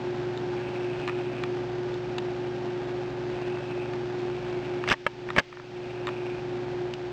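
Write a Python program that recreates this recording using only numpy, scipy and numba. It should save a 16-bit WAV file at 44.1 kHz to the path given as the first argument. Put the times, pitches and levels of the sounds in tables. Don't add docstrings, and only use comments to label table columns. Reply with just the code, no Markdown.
import sys
import numpy as np
from scipy import signal
from scipy.fft import rfft, irfft
from scipy.io import wavfile
from scipy.ndimage import uniform_filter1d
from numba import njit

SR = 44100
rng = np.random.default_rng(int(sys.argv[2]) if len(sys.argv) > 2 else 0)


def to_wav(sig):
    pcm = np.clip(np.atleast_2d(sig), -1, 1) * 32767
    pcm = np.round(pcm).astype(np.int16)
    wavfile.write(sys.argv[1], SR, pcm.T)


N = 313992
T = np.arange(N) / SR
FREQS = np.maximum(np.arange(N // 2 + 1) * SR / N, 1)
MAINS_HZ, SHAFT_HZ, PINION_HZ = 60, 44.55, 143.3


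def undb(db):
    return 10 ** (np.asarray(db) / 20)


def unit(x):
    return x / np.std(x)


def white():
    return rng.standard_normal(N)


def walk(rate):
    return unit(irfft(rfft(white()) * np.exp(-(FREQS / rate) ** 2), N))


def waver(flutter_db, rate):
    return undb(flutter_db * walk(rate))


def shape(x, points):
    hz, db = np.transpose(points)
    response = undb(np.interp(np.log(FREQS), np.log(hz), db))
    return irfft(rfft(x) * response, N)


def colour(x, points):
    return shape(x, points) * np.sqrt(SR / 2)


def resonate(x, peaks):
    response = 0
    for hz, width, db in peaks:
        offset = (FREQS ** 2 - hz ** 2) / (FREQS * width)
        response = response + undb(db) / (1 + offset ** 2)
    return irfft(rfft(x) * response, N) * np.sqrt(SR / 2)


def tone(hz, db, wobble, flutter_db, rate):
    phase = 2 * np.pi * (hz * T + rng.random()) + wobble * walk(rate / 2)
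    return np.sqrt(2) * undb(db + flutter_db * walk(rate)) * np.sin(phase)


def buzz(second, third, sixth):
    angle = 2 * np.pi * MAINS_HZ * T
    return 1 + second * np.cos(2 * angle) + third * np.cos(3 * angle) + sixth * np.cos(6 * angle)


def swells(rows):
    return sum(undb(db) * np.exp(-((T - s) / width) ** 2 / 2) for s, db, width in rows)


def ring(modes, t, detune, rattle):
    out = 0
    for k, (hz, db, t60) in enumerate(modes):
        shift, size = rng.standard_normal(2)
        rough = unit(uniform_filter1d(rng.standard_normal(len(t)), size=40))
        wave = np.sin(2 * np.pi * hz * (1 + detune * shift) * t) * (1 + rattle * rough)
        decay = np.exp(-np.log(1000) * t / t60)
        out = out + (-1) ** k * undb(db + 1.8 * size) * decay * wave
    return out / np.abs(out).max()


def strikes(rows, modes, edges, detune, rattle):
    out, t = np.zeros(N), T[:SR // 12]
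    for s, ring_db, snap_db in rows:
        body = undb(ring_db) * ring(modes, t, detune, rattle)
        snap = undb(snap_db) * ring(edges, t, detune=0.027, rattle=1.0)
        start = int(s * SR)
        out[start:start + len(t)] += (body + snap)[:N - start]
    return out


# centre in seconds, level in dB, width in seconds.
HAND_BUMPS = [(4.925, 0.5, 0.015), (5.393, 3, 0.016)]


def hand_bumps():
    rumble = unit(resonate(white(), [(225, 730, 0)]))
    return swells(HAND_BUMPS) * (1 + undb(-22.5) * rumble)


# centre in seconds, level in dB, width in seconds.
CASE_SCRAPES = [(4.892, -30.5, 0.013), (4.925, -18.5, 0.011), (5.37, -39, 0.01), (5.392, -17.5, 0.007)]
# centre in Hz, width in Hz, relative level in dB.
SCRAPE_RESONANCES = [(750, 1200, -1), (1840, 830, -2.5), (2840, 630, 3), (5700, 1300, -11.5)]


def case_scrapes():
    slips = white() * (rng.random(N) < 1500 / SR)
    return swells(CASE_SCRAPES) * unit(resonate(slips, SCRAPE_RESONANCES))


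RATTLE_RING_DB, RATTLE_SNAP_DB, RATTLE_SCATTER_DB = 4, -7.5, 7


def rattles(count):
    rows = []
    for s, db, width in CASE_SCRAPES:
        for _ in range(count):
            time = s + width * rng.uniform(-1.1, 1)
            ring_db = db + RATTLE_RING_DB + RATTLE_SCATTER_DB * rng.standard_normal()
            snap_db = db + RATTLE_SNAP_DB + RATTLE_SCATTER_DB * rng.standard_normal()
            rows.append((time, ring_db, snap_db))
    return rows


# start in seconds, ring level in dB, snap level in dB.
CASE_KNOCKS = [(4.8765, -16, -39), (4.8885, -16, -18), (4.9005, -15.5, -13), (4.9132, -13, -29),
               (4.916, -5.5, -11.5), (4.9262, -5, -10), (4.932, -11, -13), (4.9372, -2.5, -18),
               (5.065, 4.5, -40), (5.363, -11, -42), (5.3715, -14, -32), (5.3822, -1, -32), (5.387, -1, -9),
               (5.394, -3.5, -7), (5.399, -5, -13)]
# nominal Hz, relative level in dB, 60 dB decay in seconds.
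CASE_MODES = [(220, -23, .03), (361, -20.5, 0.065), (582, -7, 0.03), (865, -12.5, 0.049), (1196, -5, 0.024),
              (1645, 0.5, 0.017), (1775, 1, 0.02), (2223, -3.5, 0.02), (2560, -15, 0.035),
              (3140, -17, 0.026), (3070, -27, 0.051), (3400, -35, 0.023), (5120, -38, 0.016)]
# nominal Hz, relative level in dB, 60 dB decay in seconds.
CASE_EDGES = [(2950, 2, 0.0091), (3516, 1, 0.0098), (4500, -6, 0.0065), (4980, -1, 0.0089),
              (5280, -12, 0.0048)]


def case_clatter():
    return strikes(list(CASE_KNOCKS) + rattles(count=3), CASE_MODES, CASE_EDGES, detune=0.04, rattle=0.3)


BOUNCE_S, BOUNCE_RING_DB, BOUNCE_SNAP_DB = 0.0091, -0.5, -12


def bounced(rows):
    out = []
    for s, ring_db, snap_db, bounces in rows:
        for k in range(int(bounces) + 1):
            out.append((s + k * BOUNCE_S, ring_db + k * BOUNCE_RING_DB, snap_db + k * BOUNCE_SNAP_DB))
    return out


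# start in seconds, ring level in dB, snap level in dB, bounces.
ROLLER_TICKS = [(.375, -35.5, -28, 0), (1.0768, -20.5, -22.5, 2), (1.4365, -20.5, -26, 0),
                (1.941, -41, -33, 0), (2.182, -23, -18, 0), (3.571, -26, -46, 0), (3.935, -29, -34, 0),
                (4.8385, -16.5, -44, 0), (5.2887, -19.5, -42, 0), (5.3028, -16, -38, 0),
                (5.5265, -15.5, -41, 0), (5.5705, -18, -41, 0), (5.5975, -20.5, -44, 0),
                (6.0703, -20.5, -24, 2), (6.9378, -44, -21.5, 0)]
# nominal Hz, relative level in dB, 60 dB decay in seconds.
HOUSING_MODES = [(760, -16, 0.017), (948, -2.5, 0.018), (1195, -0.5, 0.019), (1414, -4, 0.021),
                 (1785, -4.5, 0.025), (2400, -5, 0.016), (3454, -18, 0.024)]
# nominal Hz, relative level in dB, 60 dB decay in seconds.
ROLLER_EDGE_MODES = [(2885, 0, 0.016), (3620, 3.5, 0.013), (4600, -8.5, 0.0088), (5600, -13, .006)]


def roller_ticks():
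    return strikes(bounced(ROLLER_TICKS), HOUSING_MODES, ROLLER_EDGE_MODES, detune=.025, rattle=.35)


SQUEEZE_ATTACK_S, SQUEEZE_RELEASE_S, SQUEAL_BUILD_S = 0.094, .15, 0.3


def squeeze(start, length, attack_s):
    build = np.clip((T - start) / attack_s, 0, 1)
    let_go = np.clip(1 - (T - start - length) / SQUEEZE_RELEASE_S, 0, 1)
    return build * let_go


# start in seconds, length in seconds, rub in dB, squeal in dB, starting pitch in Hz.
TUBE_SQUEEZES = [(0.496, .9, -49.5, -54, 2726), (3.25, 0.6, -53, -52, 2713),
                 (4.098, 0.79, -51.5, -57, 2400), (5.7, 0.63, -50, -56.5, 2630)]
# centre in Hz, width in Hz, relative level in dB.
TUBE_RESONANCES = [(2260, 320, 10), (2604, 510, 15.5), (3620, 800, -13.5)]
SQUEAL_SAG_HZ_PER_S = 310
ROLLING_DB = -58.5


def rollers():
    ripple = buzz(.2, .45, .3)
    friction = white() * ripple * waver(flutter_db=2.8, rate=30)
    slip = (walk(110) + 1j * walk(100)) * waver(flutter_db=0.74, rate=25)
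    rub, squeal = undb(ROLLING_DB), 0
    for start, length, rub_db, squeal_db, hz in TUBE_SQUEEZES:
        rub = np.maximum(rub, undb(rub_db) * squeeze(start, length, SQUEEZE_ATTACK_S))
        phase = 2 * np.pi * np.cumsum(hz - SQUEAL_SAG_HZ_PER_S * (T - start)) / SR
        line = unit(np.real(slip * np.exp(1j * phase)))
        squeal = squeal + undb(squeal_db) * squeeze(start, length, SQUEAL_BUILD_S) * line
    return rub * unit(resonate(friction, TUBE_RESONANCES)) + squeal * ripple


# frequency in Hz, level in dB per Hz.
CHATTER_SPECTRUM = [(25, -71.5), (55, -66), (100, -78), (140, -71), (240, -66.5), (350, -64.5),
                    (490, -72.5), (750, -67.5), (1100, -76.5), (1650, -76.5), (2050, -81), (3600, -86.5),
                    (5500, -94.5)]
# centre in Hz, width in Hz, level in dB per Hz.
GEARBOX_RESONANCES = [(550, 120, -72.5), (1580, 250, -95.5)]


def gear_chatter():
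    teeth = unit(white() * (rng.random(N) < 900 / SR))
    drive = unit(white() + .7 * teeth) * buzz(.09, .13, .08) * waver(flutter_db=.7, rate=25)
    return colour(drive, CHATTER_SPECTRUM) + resonate(white(), GEARBOX_RESONANCES)


# multiple of the shaft rate, level in dB.
SHAFT_TONES = [(3, -59.5), (4, -53), (5, -52.5), (6, -52.5), (9, -52), (12, -55.5), (16, -52.5),
               (18, -55.5), (36, -59)]
# multiple of the pinion's mesh rate, level in dB.
PINION_TONES = [(1, -45), (2, -49.5), (4, -54)]
# frequency in Hz, level in dB.
DRIVE_TONES = [(164.9, -55), (236.2, -54.5), (282, -55.5), (298, -59.5), (387.6, -53.5), (544, -52),
               (827, -58.5), (886.2, -53.5), (1467.6, -60)]


def gear_song():
    lines = [(k * SHAFT_HZ, db) for k, db in SHAFT_TONES]
    lines += [(k * PINION_HZ, db) for k, db in PINION_TONES]
    lines += list(DRIVE_TONES)
    return sum(tone(hz, db, wobble=hz / 700, flutter_db=-0.3, rate=9.1) for hz, db in lines)


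# multiple of the mains, level in dB.
HUM_TONES = [(1, -69.5), (2, -41.5), (4, -56.5), (7, -58), (8, -56.5), (12, -61), (20, -63.5)]


def motor_hum():
    return sum(tone(k * MAINS_HZ, db, wobble=.08, flutter_db=0.5, rate=6) for k, db in HUM_TONES)


# time in seconds, beats per second, change of the gear tone in dB.
GEAR_BEAT = [(2.25, 2.945, -1.5), (2.35, 3.93, 0)]
FIRST_SWELL_S = .17
WHINE_DB, GEAR_TONE_DB = -31, -45.5


def motor_whine():
    phase = 2 * np.pi * (6 * MAINS_HZ * T + rng.random()) + .14 * walk(6)
    s, rate, gear_db = np.transpose(GEAR_BEAT)
    beats = np.cumsum(np.interp(T, s, rate)) / SR
    lag = 2 * np.pi * (beats - np.interp(FIRST_SWELL_S, T, beats))
    whine = undb(WHINE_DB) * waver(flutter_db=1.0, rate=14) * np.sin(phase)
    gear_level = undb(GEAR_TONE_DB + np.interp(T, s, gear_db))
    gear = gear_level * waver(flutter_db=1.3, rate=5.7) * np.sin(phase - lag)
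    return np.sqrt(2) * (whine + gear)


# time in seconds, level in dB.
PUMP_LEVEL = [(0, 0), (2.5, -1), (4.8, -1), (6, -2.5), (6.87, -1.5), (6.96, -5.5), (7.05, -4)]


def pump_drives():
    s, db = np.transpose(PUMP_LEVEL)
    level = undb(np.interp(T, s, db))
    return level * (gear_chatter() + gear_song() + motor_hum() + motor_whine())


def scene():
    handling = hand_bumps() + case_scrapes() + case_clatter()
    return (handling + roller_ticks() + rollers() + pump_drives())[None]


@njit
def follow(x, attack, release):
    out, e = np.empty(len(x)), 0.
    for i in range(len(x)):
        e += (abs(x[i]) - e) * (attack if abs(x[i]) > e else release)
        out[i] = e
    return out


def gain_control(x, knee_db, attack_s, release_s, lag_s):
    over = follow(x, 1 / (attack_s * SR), 1 / (release_s * SR)) / undb(knee_db)
    late = np.interp(T - lag_s, T, over)
    return x / np.cbrt(1 + late ** 3)


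# frequency in Hz, level in dB per Hz.
MICROPHONE_HISS = [(30, -84), (300, -88.5), (1000, -90.5), (2500, -85.5), (4000, -93.5), (5500, -95)]
# frequency in Hz, gain in dB.
SAMPLE_SMOOTHING = [(4500, -1), (5500, -2.5), (7000, -14), (8000, -25), (8800, -36), (9400, -46.5),
                    (10500, -81.5), (11600, -81), (12600, -51.5), (13500, -42), (15000, -30)]
TOP_HZ = 15900


def record(dry):
    x = gain_control(dry[0], knee_db=-16.5, attack_s=0.015, release_s=0.2, lag_s=0.014)
    bass_cut = 1 / np.sqrt(1 + (52 / FREQS) ** 10)
    x = irfft(rfft(x) * bass_cut, N) + colour(white(), MICROPHONE_HISS)
    x = signal.sosfilt(signal.butter(10, SR / 8, fs=SR, output="sos"), x)
    every_fourth = np.arange(N) % 4 == 0
    x = shape(4 * x * every_fourth, SAMPLE_SMOOTHING)
    return signal.sosfilt(signal.ellip(10, .2, 80, TOP_HZ, fs=SR, output="sos"), x)[None]


dry = scene()
out = record(dry)
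to_wav(out)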